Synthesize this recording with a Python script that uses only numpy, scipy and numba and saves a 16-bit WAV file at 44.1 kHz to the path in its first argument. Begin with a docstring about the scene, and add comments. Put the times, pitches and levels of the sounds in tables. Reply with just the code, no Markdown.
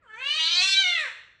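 """A faint low noise and a mains hum run throughout; the noise rises under the loud part of the call.
A cat yowls once in a hard-floored room: its vocal folds send out pulses mixed with breath, and the pulses
fall into a strong-weak pattern mid-call. Moving resonances of throat and opening mouth shape the sound.
Near reflections and a dense tail ring on after it, and a phone microphone dulls and flattens the result."""
import sys
import numpy as np
from scipy import signal
from scipy.fft import rfft, irfft
from scipy.io import wavfile
from scipy.ndimage import uniform_filter1d
from numba import njit

SR = 44100
rng = np.random.default_rng(int(sys.argv[2]) if len(sys.argv) > 2 else 0)


def nominal_scale(level):
    """Amplitude ratio for a level in decibels (scalar or array-like)."""
    x = np.asarray(level, float) / 20
    return 10 ** x


def dump(signal):
    """Clip the signal to [-1, 1] and save it as 16-bit WAV at the path in sys.argv[1]."""
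    limited = np.clip(np.atleast_2d(signal).T, -1, 1)
    pcm = np.round(limited * 32767).astype(np.int16)
    wavfile.write(sys.argv[1], SR, pcm)


N = 61739  # length in samples


def curve(table, axis=1):
    """One column of a table, drawn as straight lines over time: a value per sample."""
    rows = np.array(table, float)
    return np.interp(np.arange(N) / SR, rows[:, 0], rows[:, axis])


def unit(x):
    """Scale to rms 1."""
    return x / np.sqrt(np.mean(x ** 2))


def wobble(hz):
    """Smooth random motion of rms 1: noise averaged twice over 1/hz seconds."""
    k = max(int(SR / hz), 2)
    once = uniform_filter1d(rng.standard_normal(N), k)
    return unit(uniform_filter1d(once, k))


@njit
def moving_resonance(x, hz, width):
    """State-variable band-pass whose centre and width can move; gain 1 at the centre."""
    y, band, low = np.empty(len(x)), 0., 0.
    for i in range(len(x)):
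        g, k = np.tan(np.pi * hz[i] / SR), width[i] / hz[i]
        v = (band + g * (x[i] - low)) / (1 + g * (g + k))
        band, low, y[i] = 2 * v - band, low + 2 * g * v, k * v
    return y


def steep(x, hz, width_hz):
    """A resonance applied twice, so that it falls off faster on both sides."""
    hz, width_hz = hz + np.zeros(N), width_hz + np.zeros(N)
    once = moving_resonance(x, hz, width_hz)
    return moving_resonance(once, hz, width_hz)


def tract(src, table, widths_hz):
    """Sum of moving resonances; neighbours have opposite sign."""
    total = np.zeros(N)
    for j, width_hz in enumerate(widths_hz):
        centre_hz, gain = curve(table, axis=2 * j + 1), nominal_scale(curve(table, axis=2 * j + 2))
        total += (-1) ** j * gain * steep(src, centre_hz, width_hz)
    return total


def low_noise():
    """Noise, mostly low, with a fixed spectrum; it rises under the loud part of the call."""
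    # Spectrum of the noise. Each row: frequency in Hz, relative level in dB per Hz.
    spectrum = [(20, -15.5), (45, -2.5), (100, -7), (200, -11), (320, -12.5), (500, -12.5), (900, -21.5),
                (2000, -15.5), (5000, -40), (10000, -81.5)]
    # Rise under the loud part of the call. Each row: time in seconds, change of level in dB.
    rise_under_call = [(0, -3.5), (.25, -1), (.45, 3), (.6, 7), (.7, 10), (.78, 0.5), (1.4, -5)]
    f, points = np.fft.rfftfreq(N, 1 / SR) + 1, np.array(spectrum)
    gain = nominal_scale(np.interp(np.log(f), np.log(points[:, 0]), points[:, 1]))
    noise = irfft(rfft(rng.standard_normal(N)) * gain, N)
    return unit(noise) * nominal_scale(-67 + curve(rise_under_call))


def mains_hum():
    """A 100 Hz sine whose level, around -79 dB, wanders a little."""
    return np.sin(2 * np.pi * 100 * np.arange(N) / SR) * nominal_scale(-79 + 3 * wobble(6))


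def room(x):
    """Direct sound, quick near reflections and a dense tail that dies band by band."""
    # Echo by band. Each row: centre in Hz, time to fall by 60 dB in seconds,
    # level of the echo against the direct sound in dB.
    bands = [(352, 0.63, -15), (700, 0.54, -1.5), (1200, 0.67, -2.5), (2000, 0.64, -5), (3000, 0.72, -5),
             (3600, 0.65, -7.5), (4300, 0.67, -5), (4630, 0.55, -3.5), (6000, 0.72, -6), (9320, 0.44, 5)]
    gap_s, rise_s = 0.0014, 0.0039  # silence before the echo, then its build-up
    early_t60_s, early_db = .1, -3  # floor and furniture close by
    t, f = np.arange(N) / SR, np.log(np.fft.rfftfreq(N, 1 / SR) + 1)
    noise = rfft(rng.standard_normal(N))
    centres = np.log([row[0] for row in bands])
    rise = np.clip((t - gap_s) / rise_s, 0, 1)

    def fade(t60):
        return unit(rise * nominal_scale(-60 * t / t60)) / np.sqrt(N)  # total energy 1

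    tail = rng.standard_normal(N) * fade(early_t60_s) * nominal_scale(early_db)
    for (_, t60, echo_db), one in zip(bands, np.eye(len(bands))):
        # each band blends into its neighbours
        band_noise = irfft(noise * np.interp(f, centres, one), N)
        tail = tail + band_noise * fade(t60) * nominal_scale(echo_db)
    return x + signal.fftconvolve(x, tail)[:N]


def folds():
    """Vocal folds: partials of half the fold rate, the odd ones making pulses alternate; plus pulsing breath."""
    # Pitch of the call. Each row: time in seconds, fold rate in Hz.
    pitch = [(.02, 697.5), (.045, 535.6), (.065, 470.4), (.085, 427.3), (.15, 439.5), (.18, 475.3),
             (.204, 516.4), (.274, 571.5), (.33, 606.6), (.372, 635.1), (.446, 642.4), (.498, 677.8),
             (.512, 698.7), (.548, 689.4), (.566, 715.3), (.612, 725.3), (.626, 758.1), (.692, 780.2),
             (.752, 774), (.766, 784.3), (.81, 782.3), (.834, 744), (.85, 728.2), (.928, 700),
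             (.958, 674.2), (1.0, 624), (1.03, 596.7), (1.06, 518.6), (1.09, 440), (1.11, 421)]
    # Unsteadiness. Each row: time in seconds, random change of the fold rate as a share of it.
    jitter = [(0, .035), (.06, .02), (.09, .005), (.2, .004), (.46, .004), (.5, .006), (.56, .003),
              (.63, .007), (.68, .004), (.75, .002), (.95, .002), (1.12, .006)]
    # Voice quality. Each row: time in seconds, strong-weak alternation in dB, relative breath level in dB.
    quality = [(0, -32, -20), (.08, -52.5, -24.5), (.2, -62, -23), (.33, -33, -36), (.36, -28, -28.5),
               (.4, 5.5, -39.5), (.47, 8, -42), (.5, 3.5, -27), (.56, 8.5, -33.5), (.63, 7, -5),
               (.68, 6, -34.5), (.74, 1, -48), (.79, -51.5, -56), (.83, -51, -41.5), (1.12, -42.5, -2)]
    smooth_pitch = uniform_filter1d(curve(pitch), int(.01 * SR))  # corners rounded over 10 ms
    half_hz = smooth_pitch / 2 * (1 + curve(jitter) * wobble(330))
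    phase = 2 * np.pi * np.cumsum(half_hz) / SR
    k = np.arange(1, 61)[:, None]  # partial numbers
    below_12khz = np.clip((12000 - k * half_hz) / 500, 0, 1)
    waves = np.cos(k * phase) * below_12khz * np.sqrt(half_hz / 400)
    even, odd = waves[1::2].sum(axis=0), waves[::2].sum(axis=0)
    pulses = even + nominal_scale(curve(quality)) * odd
    puffs = 1 + np.cos(2 * phase)  # breath comes once per fold cycle
    breath = rng.standard_normal(N) * puffs * 5 * nominal_scale(curve(quality, axis=2))
    shimmer = nominal_scale(.7 * wobble(150))  # quick small changes of loudness, in dB
    return pulses * shimmer, breath


def throat_and_chest(pulses):
    """Low resonances: throat and nose move with the call, the chest stays fixed."""
    # Each row: time in seconds, throat resonance in Hz, its level in dB,
    # nasal resonance in Hz, its level in dB.
    throat = [(0, 490, -6, 1026, -10), (.15, 480, -8.5, 900, -13.5), (0.299, 605, -30, 1200, -16.5),
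              (0.499, 648.2, -23, 1334, -13), (.62, 750, -18, 1443, -15), (.74, 760, -35, 1520, -18),
              (0.798, 736, -17.5, 1664, -12), (0.899, 750, -19.5, 1383, -17),
              (0.999, 600, -17.5, 1287, -33), (1.12, 520, -5, 976, 2)]
    # Width in Hz of the throat and the nasal resonance, for each of two passes.
    throat_widths = (267, 460)
    # Chest resonance: centre in Hz, width of each pass in Hz, level in dB.
    chest_hz, chest_width_hz, chest_db = (340, 96, -36)
    chest = nominal_scale(chest_db) * steep(pulses, chest_hz, chest_width_hz)
    return tract(pulses, throat, throat_widths) + chest


def mouth(voice):
    """Three moving resonances of the mouth, whose widths change as it opens."""
    # Each row: time in seconds, low resonance in Hz, its level in dB,
    # middle resonance in Hz, its level in dB, high resonance in Hz, its level in dB.
    resonances = [(0, 1530, 4.5, 2480, -15, 3200, -46), (.08, 1360, -0.5, 2480, -40.5, 3060, -2),
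                  (.1, 1600, 13.5, 3160, -8, 3450, -17), (.15, 1630, 8, 2200, -11.5, 3260, -1),
                  (0.182, 1670, -6, 2280, -1, 3400, -23), (.21, 1850, -1, 2790, -1, 3940, -8.5),
                  (.28, 1680, -17, 2820, 3.5, 4145, -14.5), (.35, 2020, -10, 2896, 1, 4050, 0),
                  (.4, 2065, -7.5, 2876, 0.5, 3700, -4), (.46, 2250, -14.5, 3190, -4, 4016, 4.5),
                  (.52, 2350, -11, 3300, 2.5, 4100, -0.5), (.58, 2286, -5.5, 3270, -11, 4300, 8),
                  (.64, 2484, -6.5, 3560, -10, 4185, -9), (.71, 2685, -8.5, 3590, -6, 4150, 7),
                  (.79, 1980, 4, 3000, -0.5, 3853, 6), (.85, 2080, 2.5, 3186, 0, 3590, 0.5),
                  (.92, 2320, 4, 2660, -8, 3550, 2.5), (1.0, 1856, 1, 2573, -6, 3600, -3),
                  (1.12, 1752, 4, 2071, -12, 3644, -40)]
    # Widths in Hz of the three resonances with the mouth open, for each of two passes.
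    open_widths = (746, 820, 473)
    # Each row: time in seconds, widths as a share of their open value.
    opening = [(0, .8), (.09, .45), (.16, .5), (.24, 1.0), (1.12, 1.0)]
    return tract(voice, resonances, [w * curve(opening) for w in open_widths])


def upper_and_head(pulses, noise):
    """Two moving upper resonances and the fixed ones of the head, with added hiss in both."""
    # Each row: time in seconds, level of added treble hiss in dB.
    added_hiss = [(0, 20), (.15, 22), (.35, 20), (.55, 16), (.66, 14), (.72, 10), (.9, 12), (1.0, 20),
                  (1.12, 20)]
    # Each row: time in seconds, first upper resonance in Hz, its level in dB,
    # second upper resonance in Hz, its level in dB.
    upper = [(0, 4500, -42, 6000, -49), (.15, 4320, -32.5, 6000, -32.5), (.25, 4520, -18.5, 6370, -37),
             (.33, 4590, -3.5, 6000, -20), (0.461, 4546, -1.5, 5900, -17), (0.549, 5140, -6, 6060, -13),
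             (.63, 4860, -31.5, 5740, -17), (.72, 4730, -21.5, 5280, -6), (.8, 4860, -8.5, 6200, -14),
             (.9, 4300, -6.5, 5520, -13.5), (0.999, 4088, -21, 5520, -33.5), (1.12, 4080, -32.5, 5500, -34)]
    # Widths in Hz of the two upper resonances, for each of two passes.
    upper_widths = (306, 940)
    # Head resonances. Each row: centre in Hz, width of each pass in Hz, level before the treble curve in dB.
    head_rows = [(7500, 1800, -22), (10000, 1200, -24)]
    # Each row: time in seconds, level of the head resonances in dB.
    treble = [(0, -13), (.15, -18), (.25, -12.5), (.35, -4.5), (.5, -10), (.62, -6.5), (.72, 3),
              (.85, -50.5), (1.0, -8), (1.12, -58)]
    hissy = pulses + noise * nominal_scale(curve(added_hiss))
    head = np.zeros(N)
    for j, (centre_hz, width_hz, head_db) in enumerate(head_rows):
        head += (-1) ** j * nominal_scale(head_db) * steep(hissy, centre_hz, width_hz)
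    return tract(hissy, upper, upper_widths) + nominal_scale(curve(treble)) * head


def cat():
    """Fold pulses and noise through chest, throat, mouth and head, at the level of the effort."""
    # Effort of the call. Each row: time in seconds, relative level in dB.
    effort = [(0, -92), (.025, -53), (.08, -48), (.11, -44.5), (.125, -44), (.14, -36.5), (.175, -33.5),
              (.27, -22), (.36, -22), (.45, -25.5), (.51, -27), (.57, -25), (.62, -20.5), (.67, -21.5),
              (.77, -20), (.83, -21), (.9, -21.5), (.99, -20.5), (1.06, -28.5), (1.1, -41.5), (1.13, -101)]
    pulses, breath = folds()
    low_and_mouth = throat_and_chest(pulses) + mouth(pulses + breath)
    out = low_and_mouth - upper_and_head(pulses, breath)
    return out * nominal_scale(curve(effort)) / 2


def scene():
    """The yowl in the room over low noise and mains hum, the same in both channels."""
    mono = low_noise() + mains_hum() + room(cat())
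    return np.array([mono, mono])


def low_pass(x, hz):
    """Steep cut above hz, run forwards and backwards so that nothing is delayed."""
    return signal.sosfiltfilt(signal.ellip(6, .2, 50, hz, fs=SR, output="sos"), x)


def roll_off(x):
    """The treble ends steeply here."""
    return signal.sosfilt(signal.butter(12, 15560, fs=SR, output="sos"), x)


def record(dry):
    """The phone bends loud sound unevenly, drops the top treble in two steps and flattens the highest peaks."""
    bent = dry + .1 * dry ** 2  # lopsided: the two halves of a wave differ
    x = signal.sosfilt(signal.butter(2, 30, "high", fs=SR, output="sos"), bent)
    x = low_pass(x, 10310)
    below = low_pass(x, 8900)
    x = below + nominal_scale(-12) * (x - below)  # what lies above 8900 Hz is 12 dB weaker
    overload, hardness = .54, 5  # highest possible peak, sharpness of the bend towards it
    x = x / (1 + np.abs(x / overload) ** hardness) ** (1 / hardness)
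    return roll_off(x)


dry = scene()
out = record(dry)
dump(out)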